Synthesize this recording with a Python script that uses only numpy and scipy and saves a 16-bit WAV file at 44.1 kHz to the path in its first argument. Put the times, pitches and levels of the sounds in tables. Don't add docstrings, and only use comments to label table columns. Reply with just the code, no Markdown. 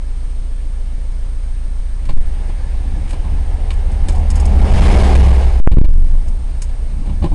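import sys
import numpy as np
from scipy import signal
from scipy.fft import rfft, irfft, next_fast_len
from scipy.io import wavfile
from scipy.ndimage import uniform_filter1d, map_coordinates

SR = 44100
rng = np.random.default_rng(int(sys.argv[2]) if len(sys.argv) > 2 else 0)


def volts_from_db(level):
    exponent = np.asarray(level, float) / 20
    return 10 ** exponent


def store_wav(level_fs):
    pcm = np.round(np.clip(np.atleast_2d(level_fs), -1, 1) * 32767)
    wavfile.write(sys.argv[1], SR, pcm.T.astype(np.int16))


N = 323694

OPEN_S, SHUT_S, OPENING_S = 2.05, 5.63, .3
PASS_S, LORRY_MS, GAP_M = 4.85, 17.5, 4.5


def unit(x):
    return x / np.sqrt(np.mean(x ** 2) + 1e-20)


def along(points, hz):
    point_hz, value = np.transpose(points)
    return np.interp(np.log(hz + 1), np.log(point_hz + 1), value)


def curves(rows):
    s, *columns = np.transpose(rows)
    return [np.interp(np.arange(N) / SR, s, column) for column in columns]


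def wobble(rate):
    knots = rng.standard_normal(int(N * rate / SR) + 4)
    return map_coordinates(knots, [np.arange(N) * rate / SR])


def filtered(x, response):
    m = next_fast_len(N + SR // 2)
    return irfft(rfft(x, m) * response(np.fft.rfftfreq(m, 1 / SR)), m)[..., :N]


def rush(spectrum, patchy_db):
    z = signal.stft(rng.standard_normal(N), nperseg=512)[2]
    field = uniform_filter1d(rng.standard_normal(z.shape), size=6, axis=0)
    field = uniform_filter1d(field, size=10, axis=1)
    patchy = signal.istft(z * volts_from_db(patchy_db * unit(field)), nperseg=512)[1][:N]
    return unit(filtered(patchy, lambda hz: volts_from_db(along(spectrum, hz))))


def resonant(peaks):
    def body(f):
        total = 0
        for k, (centre, width, db) in enumerate(peaks):
            total = total + (-1) ** k * volts_from_db(db / 2) * 1j * f * width / (centre ** 2 - f * f + 1j * f * width)
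        return total
    return unit(filtered(rng.standard_normal(N), lambda f: body(f) ** 2))


def tone(hz, db, start):
    return np.sqrt(2) * volts_from_db(db) * np.cos(2 * np.pi * np.cumsum(hz * np.ones(N)) / SR + start)


def opening():
    return curves([(OPEN_S, 0), (OPEN_S + OPENING_S, 1), (SHUT_S - .2, 1), (SHUT_S - .03, .7),
                   (SHUT_S + .03, 0)])[0]


def passing(behind_m):
    ahead = LORRY_MS * (PASS_S - np.arange(N) / SR) + behind_m
    return ahead, np.hypot(ahead, GAP_M)


def reach(db, behind_m, steep, front_db):
    ahead, distance = passing(behind_m)
    return opening() * volts_from_db(db + front_db * ahead / distance) * (GAP_M / distance) ** steep


def cabin():
    # pitch_hz, relative_level_db
    cabin_colour = [(70, -34), (120, -3.5), (190, -18), (240, -7.5), (360, -13.5), (550, -15), (1340, -22),
                    (2000, -39.5), (4000, -29.5), (8000, -35), (10000, -35.5), (11700, -44.5),
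                    (15000, -120)]
    shut_db, open_db = -64.5, -58
    note_db = shut_db + (open_db - shut_db) * opening() + 2.2 * wobble(25)
    note = volts_from_db(note_db) * resonant([(1725, 44, 0)])
    return volts_from_db(-44.5) * rush(cabin_colour, patchy_db=0.57) + note


def whine():
    t = np.arange(N) / SR
    carrier_hz, restart_hz = 8686.9, 66.05
    since = t % (1 / restart_hz)
    turns = carrier_hz * t - 22 * since + .38 * np.exp(-since / .0012)
    pure = volts_from_db(-56 + 0.53 * wobble(6)) * np.sqrt(2) * np.sin(2 * np.pi * turns)
    fuzz = volts_from_db(-64.5) * resonant([(8610, 260, 0)])
    return pure + fuzz


def engine():
    # time_s, cycle_hz
    idle_speed = [(0, 7.121), (2.19, 7.121), (2.21, 7.11), (5, 7.11), (5.3, 6.775), (5.6, 7.113),
                  (7.34, 7.12)]
    # multiple_of_cycle, level_db before the cabin boom
    idle_orders = [(1, -12.5), (2, -11), (3, -12), (4, 0.5), (5, -13), (6, -29.5), (7, -13.5), (8, -8),
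                   (9, -25), (10, -35), (11, -32.5), (12, -28.5), (13, -28.5), (14, -26.5), (15, -47.5),
                   (16, -30.0), (17, -29.5), (18, -41.5), (19, -34.5), (20, -32), (21, -48), (22, -43.5),
                   (23, -46.5), (24, -48.5), (25, -45), (26, -53), (27, -52.5), (28, -50), (29, -40.5),
                   (30, -45), (31, -52), (32, -42.5), (70, -46.0), (75, -49.0), (80, -47)]
    # time_s, gain_db
    boom_curve = [(0, -19), (3.2, -18), (4.5, -14.5), (5.5, -13), (6.3, -18), (7.34, -18)]
    firing_angle = 2.18
    speed, = curves(idle_speed)
    boom_db, = curves(boom_curve)
    orders = np.zeros(N)
    for k, db in idle_orders:
        start = firing_angle + (k % 4 > 0) * rng.uniform(0, 2 * np.pi)
        orders += tone(k * speed, db + 0.25 * wobble(6.1), start)
    return volts_from_db(boom_db) * orders


def buffeting():
    # time_s, level_db
    buffet_curve = [(0, -44), (2.25, -37), (2.45, -29), (3, -31.5), (3.4, -22.5), (5.4, -17.5),
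                    (5.6, -33.5), (6.3, -25.5), (7, -56), (7.34, -10)]
    # pitch_hz, relative_level_db
    air_colour = [(2, -120), (5, -8.5), (16, 2), (30, -5.5), (70, -15), (110, -120)]
    return volts_from_db(curves(buffet_curve)[0]) * rush(air_colour, patchy_db=2.9)


def road():
    # pitch_hz, relative_level_db
    rumble_colour, roar_colour, hiss_colour = [(44, -41.5), (75, -1.5), (113, -14), (199, -14),
                                               (231, -20.5), (300, -21), (390, -54.5), (660, -120)], [(150, -34), (250, -6.5), (348, -3.5),
                                                               (388, -2), (482, -3), (569, -4), (742, -5.5),
                                                               (804, -4), (1400, -18.5), (1820, -46),
                                                               (3080, -120)], [(760, -20.5), (1300, -14),
                                                                             (1400, -7), (1610, -1),
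                                                                             (1790, -3), (2080, -2),
                                                                             (3030, -5), (3320, -7),
                                                                             (3810, -9.5), (5150, -11.5),
                                                                             (5920, -16.5), (6420, -15.5),
                                                                             (7310, -16.5), (9620, -17.5),
                                                                             (11700, -21), (15200, -64),
                                                                             (22000, -120)]
    # pitch_hz, width_hz, relative_level_db
    tread_bands = [(1612, 160, -2), (2200, 300, 0), (3800, 210, -8), (5150, 75, -6.5), (6480, 300, -12.5),
                   (8080, 160, -15.5), (8480, 220, -11), (9740, 710, -15)]
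    # abreast_db, behind_m, steepness of the fall with distance, front_db
    tyre_reach = [(-17.5, .2, 1.46, 2), (-20.5, 2.2, 1.44, -0.5), (-30, 2.6, 1.41, -2)]
    front_wheel = (-29.5, -0.03, 4.5, -1)
    # before_opening_db, while_open_db, after_shutting_db
    far_traffic = [(-44, -38.5, -34.5), (-57, -45.5, -46.5), (-52.5, -48, -51.5)]
    # centre_s, peak_db, half_length_s (down to 1/e)
    low_surges = [(2.12, -34, 0.062), (2.95, -35.5, 0.11), (3.27, -33, .07), (4.9, -18.5, 0.072),
                  (5.24, -18.5, .04), (7, -30, .03), (7.1, -26, .06), (7.236, -18, 0.029), (7.34, -19, .03)]
    t = np.arange(N) / SR
    door_gap = opening()
    levels = []
    for near, (before, during, after) in zip(tyre_reach, far_traffic):
        shut_db = np.where(t < SHUT_S - 1, before, after)
        far = volts_from_db(door_gap * during + (1 - door_gap) * shut_db)
        levels.append(np.hypot(reach(*near), far))
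    low, middle, high = levels
    high = np.hypot(high, reach(*front_wheel))
    for s, db, half in low_surges:
        low = low + volts_from_db(db) * np.exp(-((t - s) / half) ** 2)
    rumble = low * volts_from_db(2.1 * wobble(12)) * rush(rumble_colour, patchy_db=1.5)
    arch_level = reach(-34, behind_m=1.5, steep=1, front_db=0) * volts_from_db(2.0 * wobble(5))
    arch = arch_level * resonant([(778, 140, 0)])
    roar = volts_from_db(0.6 * wobble(15)) * (middle * rush(roar_colour, patchy_db=1.84) + arch)
    bands = unit(rush(hiss_colour, patchy_db=1.13) + volts_from_db(-8.0) * resonant(tread_bands))
    hiss = high * volts_from_db(0.44 * wobble(20)) * bands
    return rumble + roar + hiss


def lorry():
    # pitch_ratio to the firing rate, abreast_db, behind_m, steepness of the fall, front_db
    drone_rows = [(1, -11, -4, 1.02, 0), (.565, -13, 1.5, 1.23, 6), (.82, -17, 8, 0.56, 0),
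                  (3, -23, .4, 2.07, 0), (2.65, -29, .4, 2, 0.5), (5.93, -31.5, 4, 2.2, 0)]
    # abreast_db, behind_m, steepness of the fall, front_db
    tail_pipe = (-7.5, 7, 2, 0)
    # pitch_ratio to the lorry's sliding firing rate, level_db
    following_cars = [(0.99, -30), (.565, -32), (.82, -34.5)]
    firing_hz, sound_ms = 68.3, 343
    ahead, distance = passing(0)
    hz = firing_hz * (1 + LORRY_MS / sound_ms * ahead / distance)

    def hum(ratio):
        pitch = hz * ratio * (1 + .003 * wobble(6))
        return tone(pitch, 0.9 * wobble(7), rng.uniform(0, 2 * np.pi))

    gains = [reach(*row) for _, *row in drone_rows]
    gains[0] = np.hypot(gains[0], reach(*tail_pipe))
    drones = sum(gain * hum(row[0]) for gain, row in zip(gains, drone_rows))
    shut = (1 - opening()) * (np.arange(N) > SHUT_S * SR)
    return drones + shut * sum(volts_from_db(db) * hum(ratio) for ratio, db in following_cars)


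def knocks():
    # pitch_hz, width_hz, relative_level_db
    jingle_bands, clack_bands, thump_bands = [(4500, 1240, -11.5), (5240, 600, 2), (6590, 1000, -2.5),
                                              (8130, 660, 2), (8920, 560, -1), (10500, 870, -2.5)], [(990, 170, 5), (1724, 450, 0), (2350, 240, 6),
                                                              (2930, 390, 1), (3580, 500, 0.5),
                                                              (4380, 860, -4)], [(131, 60, 9), (351, 89, 1),
                                                                             (570, 65, -1),
                                                                             (812, 100, -2.5),
                                                                             (1061, 110, -7)]
    # start_s, jingle_db, clack_db
    rattle_rows = [(2.052, -48, -42), (3.075, -51, -41), (3.092, -42.5, -44), (3.105, -42.5, -40),
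                   (3.127, -48, -51), (3.704, -39.5, -31), (3.73, -46, -48), (3.915, -44.5, -54),
                   (4.084, -30, -32.5), (4.12, -42, -47), (4.15, -43, -45), (4.18, -44, -48),
                   (4.301, -30.5, -37), (4.355, -30.5, -40), (4.398, -34, -39), (4.453, -33, -40),
                   (5.151, -34, -27), (5.772, -37, -35), (6.28, -45, -55), (6.618, -28, -38.5),
                   (6.691, -53, -44.5)]
    # start_s, thump_db, clack_db, t60_s
    thump_rows = [(2.089, -25.5, -35, 0.093), (2.49, -33.5, -51, .12), (2.74, -37.5, -54.5, .12),
                  (3.128, -26.5, -41, 0.086), (3.239, -30.5, -50, .14), (3.704, -33, -50, .07),
                  (4.084, -26.5, -41.5, .12), (5.151, -21, -43, .07), (5.265, -27, -41, 0.18),
                  (5.713, -33, -36.5, 0.094), (5.772, -28, -40, .17), (5.838, -29, -42.5, .19),
                  (6.14, -34, -60, .12), (7.057, -30.5, -46, .2), (7.09, -33, -49, .11),
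                  (7.222, -19.5, -38.5, .11), (7.239, -20, -37, .074), (7.254, -22, -47, 0.072),
                  (7.315, -24, -48, 0.11)]
    # start_s, jingle_db, clack_db, thump_db, t60_s, rise_s
    latch_catch = (5.673, -28, -19, -31, 0.04, .0009)
    contacts = [latch_catch]
    for s, jingle, clack in rattle_rows:
        contacts.append((s, jingle, clack, -120, .07, .0017))
    for s, thump, clack, t60 in thump_rows:
        contacts.append((s, clack - 13.5, clack, thump, t60, .0039))
    shape = np.zeros((3, N + SR))
    t = np.arange(SR // 2) / SR
    for s, *levels, t60, rise in contacts:
        burst = volts_from_db(-60 * t / t60) * (1 - np.exp(-t / rise))
        begin = round(s * SR)
        shape[:, begin:begin + len(t)] += volts_from_db(levels)[:, None] * burst / burst.max()
    grit = volts_from_db(1.6 * wobble(250))
    bands = (jingle_bands, clack_bands, thump_bands)
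    return sum(grit * envelope[:N] * resonant(peaks) for envelope, peaks in zip(shape, bands))


def door():
    # start_s, level_db before the rise, pitch_hz, t60_s, rise_s,
    # sign (+1 squeeze, -1 suction)
    pressure_swings = [(2.0894, 9.3, 7.39, .424, .0427, 1), (2.1524, 2.8, 12.97, .54, .0033, -1),
                       (5.6008, 21.46, 2.14, .606, .0256, -1), (5.6742, 27.72, 5.12, .353, .0048, 1),
                       (5.7, 15.52, 22.35, 1.237, .0793, 1), (5.711, 22.37, 23.33, .408, .046, -1),
                       (5.7337, 7.8, 36.18, .364, .0021, -1)]
    # start_s, level_db before the rise, sign (+1 squeeze, -1 suction)
    seal_bounces = [(5.7708, 8, 1), (5.7848, 9.5, -1), (5.8145, 10, 1)]
    # pitch_hz, t60_s, rise_s
    bounce_swing = (5, .047, .0033)
    bounces = [(s, db, *bounce_swing, sign) for s, db, sign in seal_bounces]
    out = np.zeros(N)
    for s, db, hz, t60, rise, sign in [*pressure_swings, *bounces]:
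        t = np.maximum(np.arange(N) / SR - s, 0)
        envelope = volts_from_db(db - 60 * t / t60) * (1 - np.exp(-t / rise))
        out += sign * envelope * np.cos(2 * np.pi * hz * t)
    return out


def scene():
    background = cabin() + whine() + engine() + buffeting() + road()
    return (background + lorry() + knocks() + door())[None]


def low_pass(x):
    return signal.sosfilt(signal.butter(12, 11820, fs=SR, output="sos"), x)


def record(dry):
    # pitch_hz, gain_db
    treble_rolloff = [(20, 0), (9800, -1), (10700, -7.5), (11500, -10), (12200, -32.5), (13000, -120)]
    rail = 1 / np.sqrt(2)
    clipped = np.clip(dry, -rail, rail)
    mix = filtered(clipped, lambda hz: volts_from_db(along(treble_rolloff, hz)))
    return low_pass(mix)


dry = scene()
out = record(dry)
store_wav(out)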